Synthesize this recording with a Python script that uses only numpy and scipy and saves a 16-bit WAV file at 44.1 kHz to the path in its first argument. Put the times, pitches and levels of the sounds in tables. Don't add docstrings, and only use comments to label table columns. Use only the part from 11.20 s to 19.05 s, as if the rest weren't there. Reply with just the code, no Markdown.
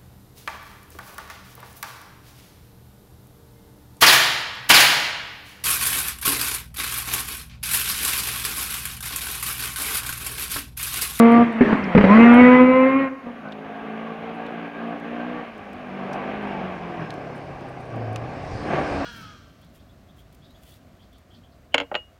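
import sys
import numpy as np
from scipy import signal
from scipy.io import wavfile
from scipy.ndimage import uniform_filter1d, minimum_filter1d

SR = 44100
rng = np.random.default_rng(int(sys.argv[2]) if len(sys.argv) > 2 else 0)


def file_out(sig):
    cols = np.atleast_2d(sig).T
    lim = np.clip(cols, -1, 1)
    pcm = np.round(lim * 32767).astype(np.int16)
    wavfile.write(sys.argv[1], SR, pcm)


def to_linear_factor(level_db):
    exponent = np.asarray(level_db, float) / 20
    return 10 ** exponent


N = 346185
TIME = np.arange(N) / SR


def evened(x):
    return x / np.sqrt(np.mean(x ** 2) + 1e-20)


def read(points, hz):
    f, value = np.transpose(points)
    return np.interp(np.log(hz + 1), np.log(f + 1), value, left=value[0], right=value[-1])


def controls(rows):
    s, *columns = np.transpose(rows)
    start_s = s[0] - .05 * (s[0] == 0)
    fade = np.clip(np.minimum(TIME - start_s, s[-1] + .05 - TIME) / .05, 0, 1)
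    return [fade] + [np.interp(TIME, s, c) for c in columns]


def pulls(rows, shut_db, edge_s):
    out = np.outer(shut_db, np.ones(N))
    for start_s, end_s, *open_db in rows:
        opened = np.clip(np.minimum(TIME - start_s, end_s - TIME) / edge_s + .5, 0, 1)
        out += np.outer(np.subtract(open_db, shut_db), opened)
    return out


def drift(rate_hz, t):
    knots = rng.standard_normal(1000)
    return np.interp(t * rate_hz, np.arange(len(knots)), knots) * 1.2


def noise(colour, patchy_db, bright=0, pivot_hz=1000):
    frames, hz = N // 256 + 5, np.fft.rfftfreq(1024, 1 / SR)[:, None]
    a, b, patches = rng.standard_normal((frames, 513, 3)).T
    patches = uniform_filter1d(patches, size=8, axis=0)
    patches = evened(uniform_filter1d(patches, size=12, axis=1))
    shape = to_linear_factor(read(colour, hz))
    norm = np.sqrt(np.sum(shape ** 2) * 2 / 1.5) * 2
    tilt = np.interp(np.arange(frames) * 256, np.arange(N), bright * np.ones(N))
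    octaves = np.log2(np.maximum(hz, pivot_hz / 2) / pivot_hz)
    z = shape * (a + 1j * b) * to_linear_factor(patchy_db * patches + tilt * octaves)
    return signal.istft(z, nperseg=1024, noverlap=768)[1][:N] / norm


def partials(turns, levels_db, live, waver_db, blur, rate_hz, spread):
    out, t = np.zeros(N), TIME[live]
    for k, db in levels_db.items():
        phase = k * turns[live] + spread * rng.random() + blur * k * drift(rate_hz, t)
        level = to_linear_factor(db[live] + waver_db * np.sqrt(k) * drift(rate_hz, t))
        out[live] += level * np.sqrt(2) * np.cos(2 * np.pi * phase)
    return out


def puffs(turns, depth):
    return evened(np.exp(depth * np.cos(2 * np.pi * turns)))


# (frequency [Hz], width [Hz], level [dB])
SILENCER_MODES = [(240, 110, 14.5), (460.7, 29, 4.5), (511.7, 40.4, 11.5), (685, 120, 2), (1034, 120, 4.5),
                  (1224, 170, -0.5)]


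def silencer(hz):
    power = sum(to_linear_factor(2 * db) / (1 + (2 * (hz - f) / width) ** 2) ** 2 for f, width, db in SILENCER_MODES)
    return 10 * np.log10(power)


# (time [s], firing rate [Hz])
LEAVING_REVS = [(0, 229.6), (.23, 236.9), (.36, 221.8), (.5, 218.5), (.62, 201.5), (.74, 172), (.86, 184.3),
                (.92, 207.7), (1.0, 231.4), (1.13, 239.5), (1.21, 247.8), (1.47, 254.6), (1.64, 261.6),
                (1.81, 272.4), (1.89, 265), (2.0, 242.5), (2.2, 232.2)]
# (time [s], level [dB])
LEAVING_FLOW = [(0, -23.5), (.23, -25.5), (.29, -31), (.395, -31.5), (.44, -26.5), (.5, -24.5), (.62, -30),
                (.74, -29.5), (.86, -23), (.92, -19.5), (1.13, -20), (1.35, -23), (1.47, -30.5),
                (1.83, -33), (1.92, -44.5), (2.02, -57), (2.07, -44), (2.2, -50)]
# (from [s], to [s], firing order [dB], low orders [dB], high orders [dB])
LEAVING_PULLS = [
    (-.1, .24, -0.4, 2, -10),
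    (.86, 1.0, 0, -3, -6),
    (1.0, 1.4, -1, -2, 1.5),
    (1.4, 1.89, 1.5, 3, 5),
    (2.05, 2.12, -4, -3, -25),
]
# (frequency [Hz], level [dB])
LEAVING_PIPE = [(1100, -16.5), (1500, -22), (1750, -34), (2000, -12.5), (2300, -22), (2600, -26.5),
                (3000, -37.5), (3500, -52.5)]
# (frequency [Hz], density [dB per Hz])
LEAVING_ROAR = [(25, -42), (60, -21), (130, -18.5), (240, -8), (350, -12), (700, -15), (1500, -17),
                (2100, -19.5), (3000, -31), (3700, -40.5), (4500, -48.5), (7000, -62), (10000, -69.5),
                (12500, -86.5)]


def leaving_car():
    fade, hz = controls(LEAVING_REVS)
    flow_db = controls(LEAVING_FLOW)[1]
    shut_db = (-9, -13.5, -22)
    firing_db, low_db, high_db = pulls(LEAVING_PULLS, shut_db, edge_s=0.025)
    shut = np.clip(low_db / shut_db[1], 0, 1)
    turns = np.cumsum(uniform_filter1d(hz, size=1500)) / SR
    high_db = flow_db + 10.5 + high_db
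    levels = {k: flow_db + low_db + silencer(k * hz) for k in range(2, 6)}
    levels[1] = flow_db + firing_db + silencer(hz)
    levels.update({k: high_db + read(LEAVING_PIPE, k * hz) for k in range(6, 16)})
    levels.update({k + .5: high_db - 37.5 for k in range(10)})
    tone = partials(turns, levels, fade > 0, waver_db=1.0, blur=0.015, rate_hz=30.0, spread=1.0)
    roar = noise(LEAVING_ROAR, 2.53, bright=1.2 * shut, pivot_hz=2200) * puffs(turns, 0.068)
    return fade * (tone + to_linear_factor(flow_db + 10.5) * roar)


# (frequency [Hz], t60 [s])
FOREST_T60 = [(100, 0.81), (500, 0.91), (2000, 1), (6000, 0.27)]


def forest(x):
    taps = np.zeros(SR)
    at = np.arange(900, SR - 20, 20)
    taps[at + rng.integers(0, 20, len(at))] = rng.choice([-1., 1.], len(at))
    hz, t, z = signal.stft(taps, SR, nperseg=256)
    t60_s = np.maximum(read(FOREST_T60, hz), .05)[:, None]
    tail = signal.istft(z * to_linear_factor(-60 * t / t60_s), SR, nperseg=256)[1]
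    return signal.fftconvolve(x, tail / np.linalg.norm(tail))[:N]


# (frequency [Hz], density [dB per Hz])
AIR_COLOUR = [(3600, -5), (4300, -11.5), (5200, -14), (6500, -10.5), (8000, -24.5), (10000, -15.5),
              (12500, -22.5), (15000, -19.5)]


def still_air():
    return to_linear_factor(-62.5) * noise([(2500, -64.0)] + AIR_COLOUR, .8)


def hits(rows):
    out, t = np.zeros(N + SR), np.arange(3500) / SR
    for s, db, hz, width_hz, t60_s in rows:
        burst = rng.standard_normal(len(t)) * (to_linear_factor(-60 * t / t60_s) + .08 * to_linear_factor(-60 * t / .04))
        burst *= 1 - np.exp(-t / t60_s / .15)
        edges_hz = np.clip([hz - width_hz / 2, hz + width_hz / 2], 500, 16000)
        hit = signal.sosfilt(signal.butter(2, edges_hz, "bandpass", fs=SR, output="sos"), burst)
        out[round(s * SR):][:len(t)] += to_linear_factor(db - 1.5) * hit / abs(hit).max()
    return out[:N]


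# (time [s], peak [dB], centre [Hz])
STONES = [(0.1186, -38.5, 11160), (0.1263, -48, 10000), (0.3247, -51, 8710), (0.5801, -55, 9570),
          (1.1423, -33.5, 9952), (1.1537, -48.5, 8000), (1.1677, -42.5, 9030), (1.2341, -54, 8045),
          (1.2994, -50.5, 9530), (1.5364, -55, 9500)]


def stones():
    return hits([(s, db, hz, 2200, 0.014) for s, db, hz in STONES])


# (time [s], peak [dB], pipe ring [Hz], upper ring [Hz], crack [dB])
BANGS = [
    (0.408, 10.5, 246, 393, -7.5),
    (0.527, -8, 227, 454, -1.5),
    (0.749, 7.5, 197, 498, -4),
    (0.763, 12.5, 214, 467, -12),
    (0.774, 6.5, 199, 419.5, -4.5),
    (0.808, -6.5, 187.7, 504, -3.5),
    (0.839, 4, 202, 563, 0),
    (2.066, -26, 240, 509.4, -24),
]


def backfires():
    out, t = np.zeros(N + SR), np.arange(SR // 5) / SR
    crack = noise(LEAVING_ROAR, 1.5)
    envelope = (1 - np.exp(-t / 0.0014)) ** 2 * to_linear_factor(-60 * t / 0.048)
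    envelope /= envelope.max()
    for s, db, hz, upper_hz, crack_db in BANGS:
        at = round(s * SR)
        ring = np.sin(2 * np.pi * hz * t) + 0.48 * np.sin(2 * np.pi * upper_hz * t)
        thump = to_linear_factor(-18.5) * np.sin(2 * np.pi * 72 * t)
        bang = ring + thump + to_linear_factor(crack_db) * crack[at:at + len(t)]
        out[at:at + len(t)] += to_linear_factor(db) * envelope * bang
    return out[:N]


# (time [s], peak [dB], centre [Hz], width [Hz], t60 [s])
KNOCKS = [
    (.637, -39, 4950, 895, .03),
    (4.93, -41, 5130, 2202, 0.032),
    (5.905, -25.5, 2987, 2960, 0.007),
    (6.96, -20, 1900, 2700, 0.0043),
    (6.961, -49, 4000, 497.5, 0.033),
]


def knocks():
    return hits(KNOCKS)


# (time [s], hiss level [dB])
NEARNESS = [(1.8, -74), (3.7, -72), (4.55, -67.5), (5.78, -62), (6.99, -62), (7.25, -54.5), (7.55, -49.5),
            (7.85, -48)]
# (frequency [Hz], density [dB per Hz])
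RUMBLE = [(8.8, -47.5), (15, -16), (22, -32), (56, -9), (96, 16.5), (130, -16), (170, -26.5), (290, -120)]
# (frequency [Hz], density [dB per Hz])
HISS = [(3000, -6.5), (3700, 2), (4500, 4), (5300, 2.5), (6300, -5.5), (7500, -10.5), (9200, -11),
        (9800, -23), (11000, -33), (14000, -39.5)]


def tyres():
    fade, hiss_db = controls(NEARNESS)
    rumble_db = np.minimum(-65.5 + 1.4 * (hiss_db - hiss_db[0]), -38.5)
    rumble = to_linear_factor(rumble_db + 9.0) * noise(RUMBLE + [(200, -75)], 2.2)
    hiss = to_linear_factor(hiss_db + 7.5) * noise([(2200, -70)] + HISS, 2.2)
    return fade * (rumble + hiss)


# (frequency [Hz], width [Hz], ring [dB])
NEARING_PIPE = [(734, 135, 2.5), (1134, 107, 1.5), (1579, 140, 3)]


def pipe(x):
    out = x
    for hz, width_hz, db in NEARING_PIPE:
        out = out + to_linear_factor(db) * signal.lfilter(*signal.iirpeak(hz, hz / width_hz, fs=SR), x)
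    return out


# (time [s], cycle rate [Hz])
NEARING_REVS = [(1.95, 52.2), (2.4, 53.25), (3.15, 57.27), (3.85, 57.57), (4.12, 61.79), (4.24, 59.16),
                (4.43, 51.37), (4.8, 47.7), (4.97, 48.71), (5.17, 53.12), (5.4, 47.5), (5.8, 41.64),
                (6.0, 32.99), (6.33, 35.2), (6.92, 26.73), (7.15, 33.55), (7.53, 38.87), (7.85, 34.3)]
# (time [s], level [dB])
NEARING_FLOW = [(1.95, -53.5), (2.2, -48.5), (2.69, -42), (4.2, -40.5), (4.33, -46), (4.63, -44),
                (4.97, -36.5), (5.5, -37.5), (5.56, -39), (5.8, -40.5), (6.45, -43.5), (6.7, -44.5),
                (6.75, -40), (7.36, -41), (7.46, -36.5), (7.54, -27.5), (7.68, -33.5), (7.85, -32.5)]
# (from [s], to [s], firing order [dB], uneven orders [dB], doubled firing [dB])
NEARING_PULLS = [
    (2.22, 4.22, 4, 0.1, -5),
    (4.56, 5.45, 0, -3, -10),
    (6.72, 7.08, 6.5, -8, -12),
    (7.46, 7.95, -7, -28, -3.5),
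]
# (time [s], change [dB])
BUMPS = [(2.26, 2), (2.97, -2), (3.14, -2), (3.52, -3.5), (3.8, -3.5), (5.19, -1.5), (5.6, -2.5),
         (5.82, 3.5), (6.25, -2), (7.05, 0.5)]
# (multiple of the cycle, level [dB])
NEARING_ORDERS = [(1, -29.5), (2, -29.5), (3, -8.5), (4, 0), (5, -2.5), (6, -55), (7, -14), (8, -9),
                  (9, -13.5)]
# (frequency [Hz], density [dB per Hz])
NEARING_ROAR = [(60, -42), (100, -23), (170, -5), (420, -5.5), (720, -7.5), (930, -12), (1150, -13.5),
                (1350, -16), (1600, -16.5), (1850, -16), (2400, -14.5), (3000, -21), (3700, -30.5),
                (5500, -50.5)]


def nearing_car():
    fade, hz = controls(NEARING_REVS)
    bump_s = 0.034
    sag_db = sum(db * np.exp(-((TIME - s) / bump_s) ** 2) for s, db in BUMPS)
    flow_db = controls(NEARING_FLOW)[1] + sag_db
    coast_db = (-2.5, -8, -9.5)
    firing_db, uneven_db, double_db = flow_db + sag_db + pulls(NEARING_PULLS, coast_db, edge_s=0.037)
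    bright = 3.55 * np.log2(hz / 50.2) - 0.0448 * (flow_db + 40.5)
    turns = np.cumsum(uniform_filter1d(hz, size=4000)) / SR
    lesser_db = uneven_db + 2.65
    levels = {k: lesser_db + db for k, db in NEARING_ORDERS}
    levels.update({k: lesser_db - 10.5 + read(NEARING_ROAR, k * hz) for k in range(10, 31)})
    levels.update({4: firing_db, 5: uneven_db, 8: double_db})
    tone = partials(turns, levels, fade > 0, waver_db=1.2, blur=.011, rate_hz=11, spread=.18)
    roar = noise(NEARING_ROAR + [(8000, -67)], 0.77, bright, pivot_hz=900) * puffs(turns - .05, 0.083)
    return fade * pipe(tone + to_linear_factor(flow_db + 11.5) * roar)


# (time [s], peak [dB], centre [Hz])
TICKS = [
    (2.2847, -50, 3900),
    (2.3207, -32.5, 3422),
    (3.0934, -57, 3761),
    (3.264, -39, 3380),
]


def twig_ticks():
    return hits([(s, db, hz, 1100, .018) for s, db, hz in TICKS])


# (time [s], peak [dB])
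RUSTLES = [(3.1403, -64), (3.6794, -67), (4.9307, -56), (5.2135, -62), (5.2694, -64), (5.5494, -69),
           (6.1494, -56), (6.4792, -60), (6.5994, -57), (6.6494, -61)]


def rustles():
    return hits([(s, db, 9320, 3100, 0.092) for s, db in RUSTLES])


# (time [s], peak [dB])
SNAPS = [(3.264, -50), (3.7994, -50.5), (4.3794, -49.5), (4.5314, -44), (4.93, -43), (5.9055, -44),
         (5.9394, -39.5), (6.1794, -50), (6.4088, -50.5), (6.7594, -49), (6.9306, -43.5), (6.9582, -36.5)]


def snaps():
    return hits([(s, db, 5300, 9500, 0.007) for s, db in SNAPS])


def scene():
    leaving = leaving_car() + backfires()
    nearing = tyres() + nearing_car()
    small = stones() + knocks() + twig_ticks() + rustles() + snaps()
    return (leaving + to_linear_factor(-20.0) * forest(leaving) + nearing + small + still_air())[None]


def low_pass(x):
    return signal.sosfilt(signal.butter(12, 15830, fs=SR, output="sos"), x)


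def record(dry):
    room = np.minimum(.97 / (abs(dry) + 1e-9), 1)
    gain = uniform_filter1d(minimum_filter1d(room, size=301), size=301)
    return low_pass(dry * gain)


dry = scene()
out = record(dry)
file_out(out)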